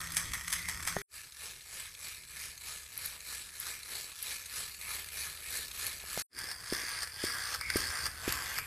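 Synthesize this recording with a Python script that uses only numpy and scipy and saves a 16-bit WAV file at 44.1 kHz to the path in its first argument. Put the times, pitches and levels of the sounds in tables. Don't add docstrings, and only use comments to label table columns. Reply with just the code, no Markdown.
import sys
import numpy as np
from scipy import signal
from scipy.fft import rfft, irfft
from scipy.io import wavfile
from scipy.ndimage import uniform_filter1d

SR = 44100
rng = np.random.default_rng(int(sys.argv[2]) if len(sys.argv) > 2 else 0)


def wav_out(sig):
    wavfile.write(sys.argv[1], SR, np.round(np.clip(np.atleast_2d(sig).T, -1, 1) * 32767).astype(np.int16))


N = 381906
T = np.arange(N) / SR
HZ = np.fft.rfftfreq(4096, 1 / SR)
DRAGON_STRIDE_S = .6275

# start in seconds, end in seconds, fade-in in seconds.
SCENES = [(-.01, 1.021, 0.0068), (1.066, 6.224, 0.077), (6.286, 8.7, 0.1)]


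def amp(db):
    return 10 ** (np.asarray(db) / 20)


def evened(x):
    return x / np.sqrt(np.mean(x ** 2) + 1e-20)


def steadied(x, size=2600):
    local_power = uniform_filter1d(uniform_filter1d(x ** 2, size), size)
    return x / np.sqrt(local_power + 1e-12)


def read(points, hz):
    f, value = np.transpose(points)
    return np.interp(np.log(hz + 1), np.log(f), value)


def over_time(points):
    return np.interp(T, *np.transpose(points))


def add(mix, s, sound):
    part = mix[max(round(s * SR), 0):][:len(sound)]
    part += sound[:len(part)]


def drift(size):
    return evened(uniform_filter1d(uniform_filter1d(rng.standard_normal(N), size), size))


def swell(t, rise_s, hold_s, fall_s):
    rise = 1 + t / rise_s
    fall = 1 - (t - hold_s) / fall_s
    return np.clip(np.minimum(rise, fall), 0, 1)


def jolt(s, decay_s):
    return (T >= s) * np.exp(-abs(T - s) / decay_s)


def resonances(modes):
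    power = 0
    for hz, width_hz, db in modes:
        power = power + (amp(db) / (1 + (1.3 * (HZ - hz) / width_hz) ** 2)) ** 2
    return np.sqrt(power)


def colour(x, gain):
    log_gain = np.log(np.maximum(np.r_[gain, gain[-2:0:-1]], 1e-5))
    taps = np.fft.ifft(np.exp(np.conj(signal.hilbert(log_gain)))).real
    return signal.oaconvolve(x, taps / np.linalg.norm(taps))[:len(x)]


def contact(decay_s, size=900):
    t = np.arange(size) / SR
    envelope = np.exp(-t / decay_s) * (1 - np.exp(-t / 0.00051))
    burst = rng.standard_normal(size) * envelope
    return burst / np.linalg.norm(burst)


def strikes(rate_hz, jitter, spread_db, decay_s, count=10):
    turns = np.cumsum(rate_hz) / SR + rng.random()
    at = np.flatnonzero(np.diff(np.floor(turns)))
    late, force = np.clip(rng.standard_normal((N // 20, 2))[:len(at)], -2, 2).T
    at = np.clip(at + jitter * late * SR / rate_hz[at], 0, N - 1).astype(int)
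    tooth = rng.integers(0, count, N // 20)[:len(at)]
    out = np.zeros(N)
    for k in range(count):
        train = np.bincount(at, amp(spread_db * force) * (tooth == k), N)
        out += signal.oaconvolve(train, contact(decay_s))[:N]
    return evened(out)


def in_room(x, wet_db, size=14000):
    # frequency in Hz, time to fall 60 dB in seconds.
    room_t60 = [(200, 0.47), (2000, 0.33), (6000, 0.13), (14000, 0.37)]
    noise = rng.standard_normal(size) * (np.arange(size) > 200)
    hz, t, z = signal.stft(noise, SR, nperseg=256)
    decay_db = -60 * t / read(room_t60, hz)[:, None]
    tail = signal.istft(z * amp(decay_db), SR, nperseg=256)[1]
    return x + amp(wet_db) * signal.oaconvolve(x, tail / np.linalg.norm(tail))[:N]


def shifting(x, patchy_db, size=512):
    z = signal.stft(x, nperseg=size)[2]
    patches = uniform_filter1d(rng.standard_normal(z.shape), size=9, axis=0)
    patches = uniform_filter1d(patches, size=12, axis=1)
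    return signal.istft(z * amp(patchy_db * evened(patches)), nperseg=size)[1][:N]


def turning(x, tone, share):
    other = irfft(rfft(x) * amp(read(tone, np.fft.rfftfreq(N, 1 / SR))), N)
    return x + share * (other - x)


def rumble(level_db, floor, uneven_db):
    bumps = strikes(np.full(N, 260), jitter=.5, spread_db=3.5, decay_s=.003, count=4)
    gain = amp(read(floor, HZ) - HZ / 400)
    return amp(level_db + uneven_db * drift(size=2200)) * steadied(colour(bumps, gain))


def whine(x):
    # frequency in Hz, level in dB against the mean size of the treble.
    whine_tones = [(7500, -19), (8000, -23), (8500, -25), (9000, -23), (10499, -12), (11000, -25)]
    treble = signal.sosfilt(signal.butter(4, 7000, "high", fs=SR, output="sos"), x)
    level = uniform_filter1d(abs(treble), size=3000) * (x != 0)
    tones = sum(amp(db) * np.sqrt(2) * np.sin(2 * np.pi * hz * T) for hz, db in whine_tones)
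    return level * tones


def knocks(rows, damping):
    out = np.zeros(N)
    for s, peak_db, hz, *_ in rows:
        cycles = hz * T[:1000]
        push = np.sin(2 * np.pi * cycles) * cycles * np.exp(-damping * cycles)
        add(out, s, amp(peak_db) * push / abs(push).max())
    return out


def button():
    # time in seconds, peak of the knock in dB, frequency in Hz.
    presses = [(0.9663, -19.5, 650), (6.0394, -40.5, 650), (6.1753, -25, 590)]
    thump_hz, thump_db = 202, -14
    out, t = knocks(presses, damping=3), T[:6000]
    add(out, presses[0][0], amp(-43) * np.sin(2 * np.pi * 402 * t) * np.exp(-t / 0.068))
    thumps = [(s, db + thump_db, thump_hz) for s, db, _ in presses]
    return out + knocks(thumps, damping=2.4)


def squeaks():
    # start in seconds, end in seconds, frequency in Hz, level in dB.
    rubs = [(0.323, 0.367, 2150, -37), (0.538, 0.743, 2105, -47), (7.591, 7.782, 2224, -39.5),
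            (8.547, 8.668, 2360, -42.5)]
    out = np.zeros(N)
    slips = strikes(np.full(N, 400), jitter=0.28, spread_db=-1.5, decay_s=0.0029, count=3)
    for start, end, hz, db in rubs:
        rub = np.clip(np.minimum(T - start, end - T) / 0.032, 0, 1)
        out += amp(db) * rub * colour(slips, resonances([(hz, 135, 0)]))
    return out


def clacks(rows, span, body, decay_s):
    # time in seconds, level in dB, brightness in dB per octave.
    other_clacks = [(.0585, -53, -2.5), (0.092, -54, -12), (0.3937, -52, -2), (.4793, -42, -1),
                    (0.7963, -47, -10), (0.9649, -41, -7.5), (1.0134, -49, -14), (4.8127, -48.5, 1),
                    (5.5714, -41.5, 10), (5.8657, -42.5, 3), (6.1963, -43, 8), (6.3882, -42.5, 2),
                    (6.4399, -48, 0.5), (6.891, -45, 2), (7.073, -46, -1.5), (7.2343, -44, -1),
                    (7.6108, -39.5, -2), (7.7012, -33.5, -4), (7.7689, -37.5, 19), (8.323, -33, 6),
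                    (8.5857, -38, 8)]
    octaves = np.log2(np.clip(HZ, 1500, 10000) / 4000)
    out = np.zeros(N)
    for s, db, tilt_db in rows + other_clacks:
        if span[0] <= s < span[1]:
            gain = resonances(body) * amp(tilt_db * octaves)
            add(out, s, amp(db) * evened(colour(contact(decay_s), gain)))
    return out


def gear_tone(pitch_hz, level_db, waver):
    turns = np.cumsum(pitch_hz * (1 + waver * drift(size=500))) / SR
    return amp(level_db) * (1 + 0.58 * drift(size=700)) * np.sin(2 * np.pi * turns)


def gears(level_db, treble_db, body, wheel, turn_hz, surge, mesh_hz, slap_db, strain, tick_db, spread_db):
    # frequency in Hz, width in Hz, level in dB.
    shaft_ring = [(12050, 400, 0)]
    freedom_db = level_db - uniform_filter1d(level_db, size=26000)
    speed = amp(surge * freedom_db)
    mesh = strikes(mesh_hz * speed, jitter=.35, spread_db=spread_db, decay_s=.0018)
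    slaps = strikes(turn_hz * speed, jitter=.08, spread_db=1.5, decay_s=.0015)
    slaps *= amp(slap_db - strain * freedom_db)
    rattle = colour(mesh, resonances(body)) + colour(slaps, resonances(wheel))
    rattle = shifting(rattle, patchy_db=2)
    ticks = strikes(turn_hz * speed, jitter=.02, spread_db=2.5, decay_s=.0006)
    ticks = colour(ticks, resonances(shaft_ring))
    low = signal.sosfiltfilt(signal.butter(4, 7000, fs=SR, output="sos"), rattle)
    high = evened(rattle - low) + amp(tick_db) * ticks
    return amp(level_db) * (steadied(low) + amp(treble_db) * steadied(high))


def spider():
    # frequency in Hz, width in Hz, level in dB.
    body = [(1240, 350, -1.5), (1840, 370, 4), (2180, 510, -1), (3330, 360, -2.5), (5260, 1670, -3),
            (6390, 400, -1), (7650, 310, 1.5), (8760, 670, 2), (10560, 1050, -0.5), (13000, 1200, -4.5)]
    frame = [(1980, 150, -9)]
    # time in seconds, level in dB, brightness in dB per
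    # octave, lead-in taps in dB against the step, jolt to the gears in dB.
    steps = [(-.025, -36, -2, -25, 12.5), (.168, -31.5, 1.5, -12.5, 13), (0.3348, -37.5, -1.5, -27, 6.5),
             (.5265, -33.5, .5, -9, 12), (.686, -37.5, -0.5, -29, 6.5), (0.8736, -34.5, -1, -10, 11)]
    lead_in_s = [.048, 0.023, .007]
    # frequency in Hz, relative level in dB.
    tiles = [(15, -10), (38, 0), (90, 4), (140, -7.5), (230, -5), (370, -9), (520, -20.5), (900, -25)]
    # time in seconds, level in dB.
    tile_rumble = [(0, -52.5), (.13, -53.5), (.25, -50.5), (.32, -45.5), (.45, -58), (.62, -53),
                   (.79, -49.5), (.93, -53.5)]
    base_db, jolt_s = -50.5, .09
    bounce_s, bounce_db = .0085, -4

    level_db = base_db + sum(jolt_db * jolt(s, jolt_s) for s, *_, jolt_db in steps)
    treble_db = -4.5 - 0.19 * (level_db - base_db)
    drive = gears(level_db, treble_db, body + frame, body, turn_hz=32.87, surge=.055, mesh_hz=300,
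                  slap_db=-5, strain=0.46, tick_db=-11, spread_db=-0.5)
    contacts = []
    for s, db, tilt_db, taps_db, _ in steps:
        contacts += [(s, db, tilt_db), (s + bounce_s, db + bounce_db, tilt_db)]
        contacts += [(s - lead, db + taps_db, tilt_db) for lead in lead_in_s]
    feet = clacks(contacts, SCENES[0], body, decay_s=0.0039)
    hum_level = amp(-57) * (1 + 0.69 * drift(size=2000))
    hum_hz = 168 + 4 * drift(size=3000)
    hum = hum_level * np.sin(2 * np.pi * np.cumsum(hum_hz) / SR)
    floor = rumble(over_time(tile_rumble), tiles, uneven_db=1)
    return in_room(drive, wet_db=-9) + in_room(feet, wet_db=-7.0) + hum + floor


def dragon_surge(t, count=9):
    # first swing in seconds, rise, hold and fall in seconds, surge in dB.
    swings = [(1.157, .15, .03, .13, 10.5), (1.42, .085, .05, .14, 10)]
    surge_db = 0
    for first, rise_s, hold_s, fall_s, db in swings:
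        for k in range(count):
            surge_db = surge_db + db * swell(t - first - k * DRAGON_STRIDE_S, rise_s, hold_s, fall_s)
    return surge_db


def dragon(count=8):
    # frequency in Hz, width in Hz, level in dB.
    body = [(456, 230, -15), (1330, 483, -6.5), (1850, 110, -26.5), (2384, 595, -1.5), (4294, 960, -0.5),
            (5600, 390, -7.5), (6450, 180, -8.5), (7970, 330, 6), (9060, 370, 8), (10830, 2030, 13),
            (12960, 1600, 7.5)]
    frame = [(1730, 90, 1), (1840, 60, -2)]
    wheel = [(2410, 630, -4.5), (4050, 720, 1.5), (6410, 164, 3.5), (9200, 2500, -5)]
    # time in seconds, rattle under load in dB, treble share
    # in dB, rumble in dB; the swings add to all three.
    approach = [(1.149, -60.5, -3.5, -70.5), (1.5, -56.5, -4.5, -67), (2.8, -55.5, -3.5, -64.5),
                (4.202, -52.5, -4, -66.5), (5.098, -52, -2.5, -61), (6.201, -50.5, -4, -61)]
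    # frequency in Hz, gain in dB.
    far_tone = [(500, -1), (1300, -1.5), (2500, .5), (4400, -0.5), (6300, 1.5), (9000, 1.5), (11500, -1.5),
                (14000, 0)]
    # time in seconds, nominal peak in dB (rms + 9 dB).
    shaft_snaps = [(2.9762, -32), (3.059, -30.5), (3.6, -32), (4.2266, -31.5), (5.8661, -31.5)]
    # first click in seconds, level in dB
    # against the rattle under load, brightness in dB per octave.
    backlash = [(1.3215, 4.5, 0), (1.6075, .5, -3)]
    # frequency in Hz, relative level in dB.
    mat = [(15, -19), (45, -7), (72, 1.5), (100, -9), (150, -13.5), (280, -20.5), (450, -19.5), (700, -35),
           (900, -40)]
    scrape_lead_s, scrape_share = 0.013, 0.65
    settle_lag_s, settle_share = 0.014, 0.45

    times, *columns = np.transpose(approach)
    near_db, treble_db, rumble_db = (np.interp(T, times, column) for column in columns)
    surge_db = dragon_surge(T)
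    level_db = near_db + surge_db
    treble_db = treble_db + scrape_share * (dragon_surge(T + scrape_lead_s) - surge_db)
    drive = gears(level_db, treble_db, body + frame, wheel, turn_hz=42.16, surge=.3, mesh_hz=701.7,
                  slap_db=-22.5, strain=0.27, tick_db=-10, spread_db=3.5)
    drive = drive + gear_tone(1670 * amp(0.058 * surge_db), level_db - 19, waver=0.01244)
    drive = turning(drive, far_tone, np.interp(T, [3.4, 5.4], [1, 0]))
    snaps = np.zeros(N)
    snap_gain = resonances([(11400, 1300, 0), (9600, 600, -8)])
    for s, db in shaft_snaps:
        add(snaps, s, amp(db - 9) * evened(colour(contact(.0018), snap_gain)))
    clicks = []
    for first, db, tilt_db in backlash:
        for s in first + DRAGON_STRIDE_S * np.arange(count):
            clicks.append((s, np.interp(s, T, near_db) + db, tilt_db))
    joints = clacks(clicks, SCENES[1], wheel, decay_s=.0028)
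    floor = rumble(rumble_db + settle_share * dragon_surge(T - settle_lag_s), mat, uneven_db=1)
    return in_room(drive + joints + snaps, wet_db=-11.5) + floor


def creature():
    # frequency in Hz, width in Hz, level in dB.
    body = [(470, 45, -10), (1254, 333, 0.5), (1650, 260, 3), (2014, 370, -0.5), (2730, 640, -10),
            (3440, 340, -7.5), (4930, 590, 2.5), (6030, 1200, -8.5), (9090, 2000, -2), (10570, 170, 0),
            (11830, 900, -7.5), (13500, 840, -4)]
    frame = [(1400, 70, -1), (1610, 90, 2)]
    wheel = [(1560, 490, -8), (4850, 650, 2.5), (6340, 1000, -9.5), (9100, 810, -1.5)]
    # time in seconds, peak in dB, frequency in Hz, rattle of the free
    # run that follows in dB.
    footfalls = [(6.207, -10, 346, -44), (6.7245, -23, 346, -41.5), (7.2392, -24, 352, -40.5),
                 (7.758, -19.5, 341, -39.5), (8.2782, -22.5, 327, -41)]
    # time in seconds, peak in dB, frequency in Hz.
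    tail_bumps = [(6.44, -46, 300), (6.836, -42, 365)]
    # frequency in Hz, gain in dB.
    side_tone = [(1000, 3), (1700, -0.5), (2900, 6), (3700, 1.5), (4900, -5), (7500, 2), (9300, -12),
                 (12000, 2), (14000, -8)]
    # frequency in Hz, relative level in dB.
    rug = [(15, -23), (40, -2), (75, 3), (130, -6), (220, -11), (400, -15), (650, -17.5), (900, -44)]
    # time in seconds, level in dB.
    low_rumble = [(6.4, -59), (7.1, -60.5), (7.5, -58), (7.65, -51), (7.95, -53), (8.15, -53),
                  (8.65, -55.5)]
    lift_db = -50
    run_up_s, free_run_s, stall_s = .11, .312, .025
    bind_db, bind_s = 3, .03
    catch_s, catch_db, catch_tilt_db = .307, 1.5, -2.5
    landing_s, landing_db, landing_tilt_db = 0.0087, -0.5, 1
    shake_db, shake_rumble_db, shake_s = 5.5, 12, .05

    turned = np.interp(T, [8.05, 8.25], [0, 1])
    level_db, treble_db, shake, contacts = lift_db, -5.5 + 6.5 * turned, 0, []
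    for s, _, _, run_db in footfalls:
        free = swell(T - s, run_up_s, free_run_s, stall_s)
        bind = swell(T - s - catch_s, bind_s, 0, stall_s)
        level_db = level_db + (run_db - lift_db) * free + bind_db * bind
        treble_db = treble_db - 2.5 * free
        shake = shake + jolt(s, shake_s)
        contacts += [(s + landing_s, run_db + landing_db, landing_tilt_db),
                     (s + catch_s, run_db + catch_db, catch_tilt_db)]
    drive = gears(level_db + shake_db * shake, treble_db, body + frame, wheel, turn_hz=55.7, surge=.17,
                  mesh_hz=559, slap_db=-6.0, strain=-0.18, tick_db=-20, spread_db=2.5)
    pitch_hz = np.interp(T, [7.5, 7.8], [1550, 1505]) * amp(.045 * (level_db - lift_db))
    drive = drive + gear_tone(pitch_hz, level_db - 11, waver=.022)
    drive = drive + clacks(contacts, SCENES[2], body + wheel, decay_s=.0025)
    thuds = in_room(knocks(footfalls + tail_bumps, damping=2.7), wet_db=-15)
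    floor = rumble(over_time(low_rumble) + shake_rumble_db * shake, rug, uneven_db=2.1)
    return in_room(turning(drive, side_tone, turned), wet_db=-9.0) + thuds + floor


def scene():
    # frequency in Hz, side against mid in dB.
    side_width = [(3000, -89), (5500, -77), (7200, -24.5), (8500, 0), (10000, -11), (11200, -0.5),
                  (14000, -49)]
    mid, extras = np.zeros(N), button() + squeaks()
    for (start, end, fade), walker in zip(SCENES, (spider(), dragon(), creature())):
        opening = np.clip((T - start) / fade, 0, 1) ** 3 * np.clip((end - T) / 0.0034, 0, 1)
        mid += opening * (walker + extras)
    scatter = np.exp(1j * np.cumsum(rng.standard_normal(len(HZ)) * .6))
    side_taps = np.roll(irfft(scatter * amp(read(side_width, HZ))), len(HZ) - 2)
    side = signal.oaconvolve(mid, side_taps, "same")
    return np.array([mid + side, mid - side]) + whine(mid)


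def record(dry):
    edge_hz = 14400
    taps = signal.firwin(301, edge_hz, window=("kaiser", 8), fs=SR)
    return signal.oaconvolve(dry, taps[None], "same")


dry = scene()
out = record(dry)
wav_out(out)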